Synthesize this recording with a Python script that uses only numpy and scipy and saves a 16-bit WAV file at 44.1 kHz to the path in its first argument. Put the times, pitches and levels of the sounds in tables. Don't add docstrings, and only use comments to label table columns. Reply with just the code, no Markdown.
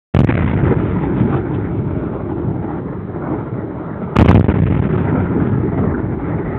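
import sys
import numpy as np
from scipy import signal
from scipy.fft import rfft, irfft
from scipy.io import wavfile
from scipy.ndimage import uniform_filter1d

SR = 44100
rng = np.random.default_rng(int(sys.argv[2]) if len(sys.argv) > 2 else 0)


def file_out(sig):
    cols = np.atleast_2d(sig).T
    lim = np.clip(cols, -1, 1)
    pcm = np.round(lim * 32767).astype(np.int16)
    wavfile.write(sys.argv[1], SR, pcm)


N = 290178
T = np.arange(N) / SR
BIN_HZ = np.maximum(np.arange(N // 2 + 1) * SR / N, 1)


def undb(db):
    return 10 ** (np.asarray(db) / 20)


def unit(x):
    return x / np.sqrt(np.mean(x ** 2))


def colour(x, points):
    hz, db = np.transpose(points)
    gain = undb(np.interp(np.log(BIN_HZ), np.log(hz), db))
    return irfft(rfft(x) * gain, N)


def band(x, lo_hz, hi_hz, order=8):
    low_skirt = 1 + (lo_hz / BIN_HZ) ** order
    high_skirt = 1 + (BIN_HZ / hi_hz) ** order
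    return unit(irfft(rfft(x) / low_skirt / high_skirt, N))


def walk(rate):
    hold = int(SR / rate)
    steps = rng.standard_normal(N)[np.arange(N) // hold]
    return unit(uniform_filter1d(uniform_filter1d(steps, hold), hold))


def steady(x, span_s):
    power = uniform_filter1d(x ** 2, int(span_s * SR))
    return x / np.sqrt(power + 1e-9)


def bell(s, width_s):
    return np.exp(-np.minimum(((T - s) / width_s) ** 2, 50))


def shocklets(rate, spread_db):
    size = undb(spread_db * np.minimum(rng.exponential(size=N), 5))
    falls = rng.random(N) < rate / SR
    return unit(falls * size * rng.choice([-1, 1], N))


def hiss():
    return undb(-61) * band(rng.standard_normal(N), 1500, 5500) * (T > SALVOS[0][0])


def drift(x, rate=14, count=26):
    place = np.clip(5 * np.log2(BIN_HZ / 80), 0, count - 1)
    depths_db = np.linspace(2, 2.5, count)
    spectrum = rfft(x)
    drifted = np.zeros(N)
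    for k, depth_db in enumerate(depths_db):
        share = np.maximum(1 - np.abs(place - k), 0)
        drifted += irfft(spectrum * share, N) * undb(depth_db * walk(rate))
    return drifted


# (frequency [Hz], relative level [dB])
ROAR_COLOUR = [(55, 0.5), (102, 1), (140, -2), (175, -0.5), (235, -5), (300, -3), (420, -6.5), (500, -16.5),
               (600, -15), (710, -20), (850, -17), (1120, -24.5), (1350, -20), (1750, -33.5), (2300, -33.5),
               (2800, -46.5), (3500, -47), (4300, -63)]


def roar():
    grains = shocklets(rate=1400, spread_db=1.32) + undb(-2.5) * rng.standard_normal(N)
    air = drift(colour(grains, ROAR_COLOUR))
    flutter = undb(1.8 * walk(rate=40))
    rumble = steady(band(air, 62, 425), span_s=0.073)
    growl = steady(band(air, 439, 1530) * flutter, span_s=0.074)
    crackle = steady(band(air, 1600, 2198, order=16) * flutter, span_s=0.12)
    fizz = band(air, 2430, 5400, order=16) * flutter
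    return rumble, growl, crackle, fizz


# (starting level [dB], fall [dB/s])
ROAR_DECAYS = [
    [(-14, 5.5), (-29, 4), (-38, 10.5), (-45.5, 10.5)],
    [(-13, 5.5), (-28, 4.5), (-40.5, 5), (-48, 10.5)],
]
# (rumble [dB], growl [dB], crackle [dB], fizz [dB])
FAR_ROAR_DB = (-29, -40, -54, -75.5)
# (time [s], width [s], rumble lift [dB], growl lift [dB], crackle lift [dB], fizz lift [dB])
ECHOES = [(0.695, 0.058, 3.5, 5, 4.5, -1.5), (1.039, 0.044, -1, 2.5, 3, 3.5),
          (1.239, 0.079, 3.5, 2.5, 1.5, 5), (1.35, 0.04, 3.5, 7, 3.5, 10),
          (1.44, 0.033, -3.5, -0.5, 2.5, -3), (1.55, 0.014, -3, 2.5, 0, 13),
          (1.661, 0.038, 0, -1.5, 8.5, 6), (1.8, 0.072, 2.5, -3, -5, 1.5), (2.001, 0.095, 2, 2, -1, 3.5),
          (2.168, 0.041, -2, 6, -6, 6.5), (2.328, 0.033, 0, 4, -2.5, 7.5), (2.481, 0.11, 4, 1.5, -3, 2),
          (2.719, 0.11, 2, 5.5, 5, 6.5), (2.82, 0.036, 0.5, -3, -3, 0), (2.929, 0.048, 0, 3, 5.5, 6),
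          (3.03, 0.05, 0, -4.5, 0.5, -9), (3.27, 0.13, 3, 7.5, 5, 4.5), (3.36, 0.11, 2, 3, 1, 3.5),
          (3.59, 0.063, 4, 3.5, 4, -1.5), (3.94, 0.032, 0.5, -4.5, 7, -1), (4.002, 0.36, 2, 7, 2, 12.5),
          (4.66, 0.09, 0, -5, -3, 1), (5.078, 0.024, 1, 3, 4.5, -4), (5.17, 0.047, 3.5, 6, -0.5, 2),
          (5.4, 0.045, 4.5, 3.5, 1.5, 2.5), (5.65, 0.025, 2, -3.5, 0, 5), (5.829, 0.091, 4.5, 6, 4.5, 7),
          (5.96, 0.04, 0.5, 2, 2, 5), (6.2, 0.021, -5.5, 1.5, 3, 2), (6.311, 0.069, 1, 4.5, 4.5, 8.5),
          (6.53, 0.17, 1, 4.5, 9, 13)]


def roar_levels(decays, age):
    bells = np.array([bell(s, width_s) for s, width_s, *_ in ECHOES])
    lifts = np.array(ECHOES)[:, 2:].T @ bells
    levels = []
    for (db, fall), far_db, lift in zip(decays, FAR_ROAR_DB, lifts):
        near_and_far = np.hypot(undb(db - fall * age), undb(far_db))
        levels.append(20 * np.log10(near_and_far) + lift)
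    return levels


# (time [s], width [s], pitch [Hz], level [dB])
THUDS = [(0.46, 0.03, 95, -20), (0.64, 0.034, 99, -9.5), (0.8, 0.045, 120, -20), (1.225, 0.046, 141, -14),
         (1.561, 0.04, 100, -16.5), (1.851, 0.087, 118, -24.5), (2.48, 0.049, 132, -18),
         (2.6, 0.036, 105, -24.5), (3.28, 0.026, 170, -33), (3.531, 0.046, 120, -24),
         (4.04, 0.032, 165, -24), (4.611, 0.045, 105, -12), (5.55, 0.092, 105, -16), (5.7, 0.05, 125, -29),
         (5.89, 0.036, 110, -16), (6.091, 0.055, 120, -23), (6.35, 0.14, 110, -23.5)]


def thuds(half_width=0.53):
    noise = rng.standard_normal(N)
    total = np.zeros(N)
    for s, width_s, hz, db in THUDS:
        bass = band(noise, hz / (1 + half_width), hz * (1 + half_width))
        total += undb(db) * bell(s, width_s) * steady(bass, span_s=0.042)
    return total


# (time [s], width [s], pitch [Hz], level [dB])
PITCHED_BURSTS = [(0.297, 0.0081, 303, -8.5), (0.725, 0.014, 415, -15), (1.34, 0.013, 1260, -25.5),
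                  (2.32, 0.07, 320, -22.5), (2.72, 0.05, 890, -36), (3.33, 0.029, 304, -21.5),
                  (3.35, 0.054, 403, -28.5), (4.167, 0.0015, 1210, -3), (4.3142, 0.0017, 1296, -10),
                  (4.3145, 0.0045, 930, -12), (4.515, 0.015, 333, -13), (4.95, 0.015, 1340, -34),
                  (4.985, 0.0094, 1380, -27.5), (5.09, 0.024, 1620, -36), (5.17, 0.027, 483, -24),
                  (5.66, 0.016, 353, -16.5), (5.95, 0.01, 1460, -29)]


def pitched_bursts(half_width=0.16):
    noise = rng.standard_normal(N)
    total = np.zeros(N)
    for s, width_s, hz, db in PITCHED_BURSTS:
        tone = band(noise, hz / (1 + half_width), hz * (1 + half_width), order=24)
        total += undb(db) * bell(s, width_s) * steady(tone, span_s=0.032)
    return total


# (frequency [Hz], relative level [dB])
POP_COLOUR = [(300, 15), (600, 4.5), (1500, 1.5), (2300, 2.5), (3000, -11.5), (4000, -11.5)]
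# (time [s], length [s], pressure meanwhile [full scale, before the train weakens], crackle level [dB])
POPS = [(0.271, 0.0059, -0.25, -28.5), (0.287, 0.024, 0.2, -20.5), (0.323, 0.0031, 0.66, -18),
        (0.339, 0.0056, 0.1, -24), (0.352, 0.0054, 0.45, -20.5), (0.369, 0.01, 0.1, -24),
        (0.389, 0.0069, -0.1, -28), (0.405, 0.0068, 0.45, -25), (0.42, 0.015, 0.3, -27),
        (0.443, 0.007, 0.8, -29), (0.46, 0.0059, 0.6, -37), (0.473, 0.012, 0.2, -35.5),
        (4.2435, 0.0034, -0.3, -30), (4.497, 0.027, 0.6, -30), (4.539, 0.037, 0.24, -36),
        (4.584, 0.0066, 0.3, -35), (4.6, 0.003, 1, -29), (4.619, 0.0051, 0.06, -47)]


def pops(edge_s=0.0017):
    grains = shocklets(rate=900, spread_db=-1.5) + undb(-9) * rng.standard_normal(N)
    crackle = steady(band(colour(grains, POP_COLOUR), 250, 4000), span_s=0.011)
    gate = np.zeros(N)
    for s, length_s, _, db in POPS:
        inside = np.minimum(T - s, s + length_s + edge_s - T)
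        gate += undb(db) * np.clip(inside / edge_s, 0, 1)
    return crackle * gate


# (time [s], width [s], pressure [full scale])
SWELLS = [(0.179, 0.0026, 5), (0.228, 0.0035, 1.5), (0.264, 0.002, -0.8), (0.557, 0.0024, 1.5),
          (0.569, 0.0044, 1.4), (0.748, 0.0038, 2), (4.183, 0.0021, 1.8), (4.428, 0.00065, -1.5),
          (4.4615, 0.0007, -1.5), (4.468, 0.00085, -1.7), (4.672, 0.002, -0.5), (4.69, 0.0015, 1.2),
          (4.762, 0.0016, 1.5), (4.809, 0.0043, 2), (4.886, 0.0033, 1.5), (4.92, 0.0017, 0.8),
          (4.97, 0.0032, 2)]


def swells(pressure):
    total = np.zeros(N)
    for s, width_s, size in SWELLS:
        lean = np.sign(pressure[int(s * SR)])
        total += lean * size * bell(s, width_s)
    return total


# (time [s], pressure [full scale], rise [ms], relative crack level [dB])
BANGS = [(0.139, 0.42, 1.4, -33), (0.1474, 1.1, 0.25, -1), (0.164, 0.27, 1.2, -9), (0.1684, 0.45, 1.1, -9),
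         (0.1896, 1.1, 0.62, -6.5), (0.192, 0.99, 0.6, -13), (0.2046, 0.92, 0.29, -20),
         (0.2153, 1.2, 0.75, -22), (0.2328, 0.52, 1.4, -30), (0.2457, 1.33, 0.42, -11),
         (4.158, 0.15, 1.1, -6), (4.1655, 0.75, 0.26, 0.5), (4.1868, 0.69, 0.32, -1),
         (4.1891, 1.2, 0.21, -7), (4.196, 1, 0.17, -4), (4.203, 0.1, 1.4, -15), (4.2116, 1.4, 0.21, -11),
         (4.2167, 0.79, 0.28, -6.5), (4.2245, 1.1, 0.32, -14), (4.2262, 1.2, 0.5, -16),
         (4.2493, 0.82, 0.46, -14), (4.2598, 0.97, 0.3, -10), (4.278, 0.17, 1.1, -7),
         (4.2845, 0.69, 0.24, -1.5), (4.2911, 1.5, 0.23, -7), (4.2938, 0.81, 0.39, -8),
         (4.302, 0.7, 0.31, -14.5), (4.3116, 0.42, 0.33, -25), (4.313, 0.52, 0.22, -16),
         (4.3274, 0.75, 0.78, -17), (4.345, 1.1, 0.55, -17), (4.3471, 1.2, 0.5, -14),
         (4.353, 0.5, 0.7, -10), (4.3594, 0.73, 0.34, -5.5), (4.3711, 1.6, 0.65, -16),
         (4.3784, 1.7, 0.71, -19), (4.3958, 1.76, 0.68, -21), (4.41, 1.7, 1.6, -32),
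         (4.4428, 0.43, 0.85, -18), (4.4832, 0.33, 0.55, -15.5), (4.4896, 1.5, 0.36, -8)]


def salvo_fronts(start, end):
    pop_rise_ms, pop_crack_db = 1.28, -24
    fronts = [(*row, 0) for row in BANGS]
    fronts += [(s, pressure, pop_rise_ms, pop_crack_db, length_s) for s, length_s, pressure, _ in POPS]
    return np.array([row for row in sorted(fronts) if start - .05 < row[0] < end - .05])


def after_shocks(start, count=70):
    chance = rng.random((count, 4))
    times = start + .0145 * np.cumsum(.35 + 1.2 * chance[:, 0])
    pressure = 0.26 + (chance[:, 1] - .5)
    rise_ms = 0.93 * (.5 + chance[:, 2])
    crack_db = -19 + 9 * (chance[:, 3] - .5)
    return np.column_stack([times, pressure, rise_ms, crack_db, np.zeros(count)])


def shock_train(fronts, limit):
    build_s, pop_close_s = 0.0086, 0.0028
    crack_s = 0.005
    push, crack = np.zeros(N), np.zeros(N)
    for k, (s, behind, rise_ms, crack_db, hold_s) in enumerate(fronts):
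        near = slice(int((s - .008) * SR), int((s + .08) * SR))
        age = T[near] - s
        passed = .5 + .5 * np.tanh(age / (rise_ms * 1e-3))
        built = np.maximum(age - hold_s, 0) / (pop_close_s if hold_s else build_s)
        pressure = (-1) ** k * np.minimum(behind + built, limit[near])
        push[near] += passed * (pressure - push[near])
        crack[near] += passed * undb(crack_db) * np.exp(-np.abs(age) / crack_s)
    push[near.stop:] = push[:near.stop][-1]
    grit = band(rng.standard_normal(N), 330, 2900, order=6)
    grit = colour(grit, [(400, 5.5), (800, 8), (1500, -5), (2600, 0), (3800, -5.5)])
    return push + undb(-7.5) * crack * steady(grit, span_s=0.0017)


# (start [s], end [s], after-shock pressure limit [full scale, before decay], after-shock decay [s],
# extra crackle and fizz [dB], boom level [dB], boom fall [dB/s])
SALVOS = [(0.138, 4.15, 1.3, 0.28, 3.5, -7, 5), (4.155, 6.58, 1.5, 0.37, 4.5, -10.5, 1.5)]


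def salvo(voices, decays, start, end, after_pressure, decay_s, extra_db, boom_db, boom_db_per_s):
    peak_pressure, ease_s = 2.52, 0.041
    fronts = salvo_fronts(start, end)
    last = fronts[-1, 0]
    age = np.maximum(T - last, 0)
    dying = np.exp(-age / decay_s)
    limit = after_pressure + (peak_pressure - after_pressure) * np.exp(-age / ease_s)
    shocks = dying * shock_train(np.vstack([fronts, after_shocks(last)]), limit)
    boom = steady(band(rng.standard_normal(N), 28, 46, order=4), span_s=0.44)
    boom *= undb(boom_db - boom_db_per_s * age)

    rumble, growl, crackle, fizz = voices
    rumble_db, growl_db, crackle_db, fizz_db = roar_levels(decays, age)
    treble = undb(crackle_db) * crackle + undb(fizz_db) * fizz
    lows = (1 - dying) * boom + undb(rumble_db - 3.4 * dying) * rumble
    treble_lift_db = extra_db * dying ** 2 + 3 * np.abs(shocks)
    highs = undb(growl_db + 2 * dying) * growl + undb(treble_lift_db) * treble
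    heard = np.clip(np.minimum(T - start, end + .02 - T) / .008, 0, 1)
    return heard * (shocks + lows + highs)


def scene():
    voices = roar()
    salvos = sum(salvo(voices, decays, *row) for decays, row in zip(ROAR_DECAYS, SALVOS))
    pressure = salvos + pops() + thuds() + pitched_bursts()
    return (pressure + swells(pressure) + hiss())[None]


def record(dry):
    travel = 1.13
    held = travel * np.tanh(dry / travel)
    thumps = signal.sosfilt(signal.butter(4, 91.6, "hp", fs=SR, output="sos"), held)
    dull = signal.sosfilt(signal.butter(4, 3330, fs=SR, output="sos"), thumps)
    narrow = signal.sosfilt(signal.ellip(8, .3, 60, 4020, fs=SR, output="sos"), dull)
    limited = np.clip(undb(1) * narrow, -1, 1)
    return signal.sosfilt(signal.ellip(8, .2, 70, 15500, fs=SR, output="sos"), limited)


dry = scene()
out = record(dry)
file_out(out)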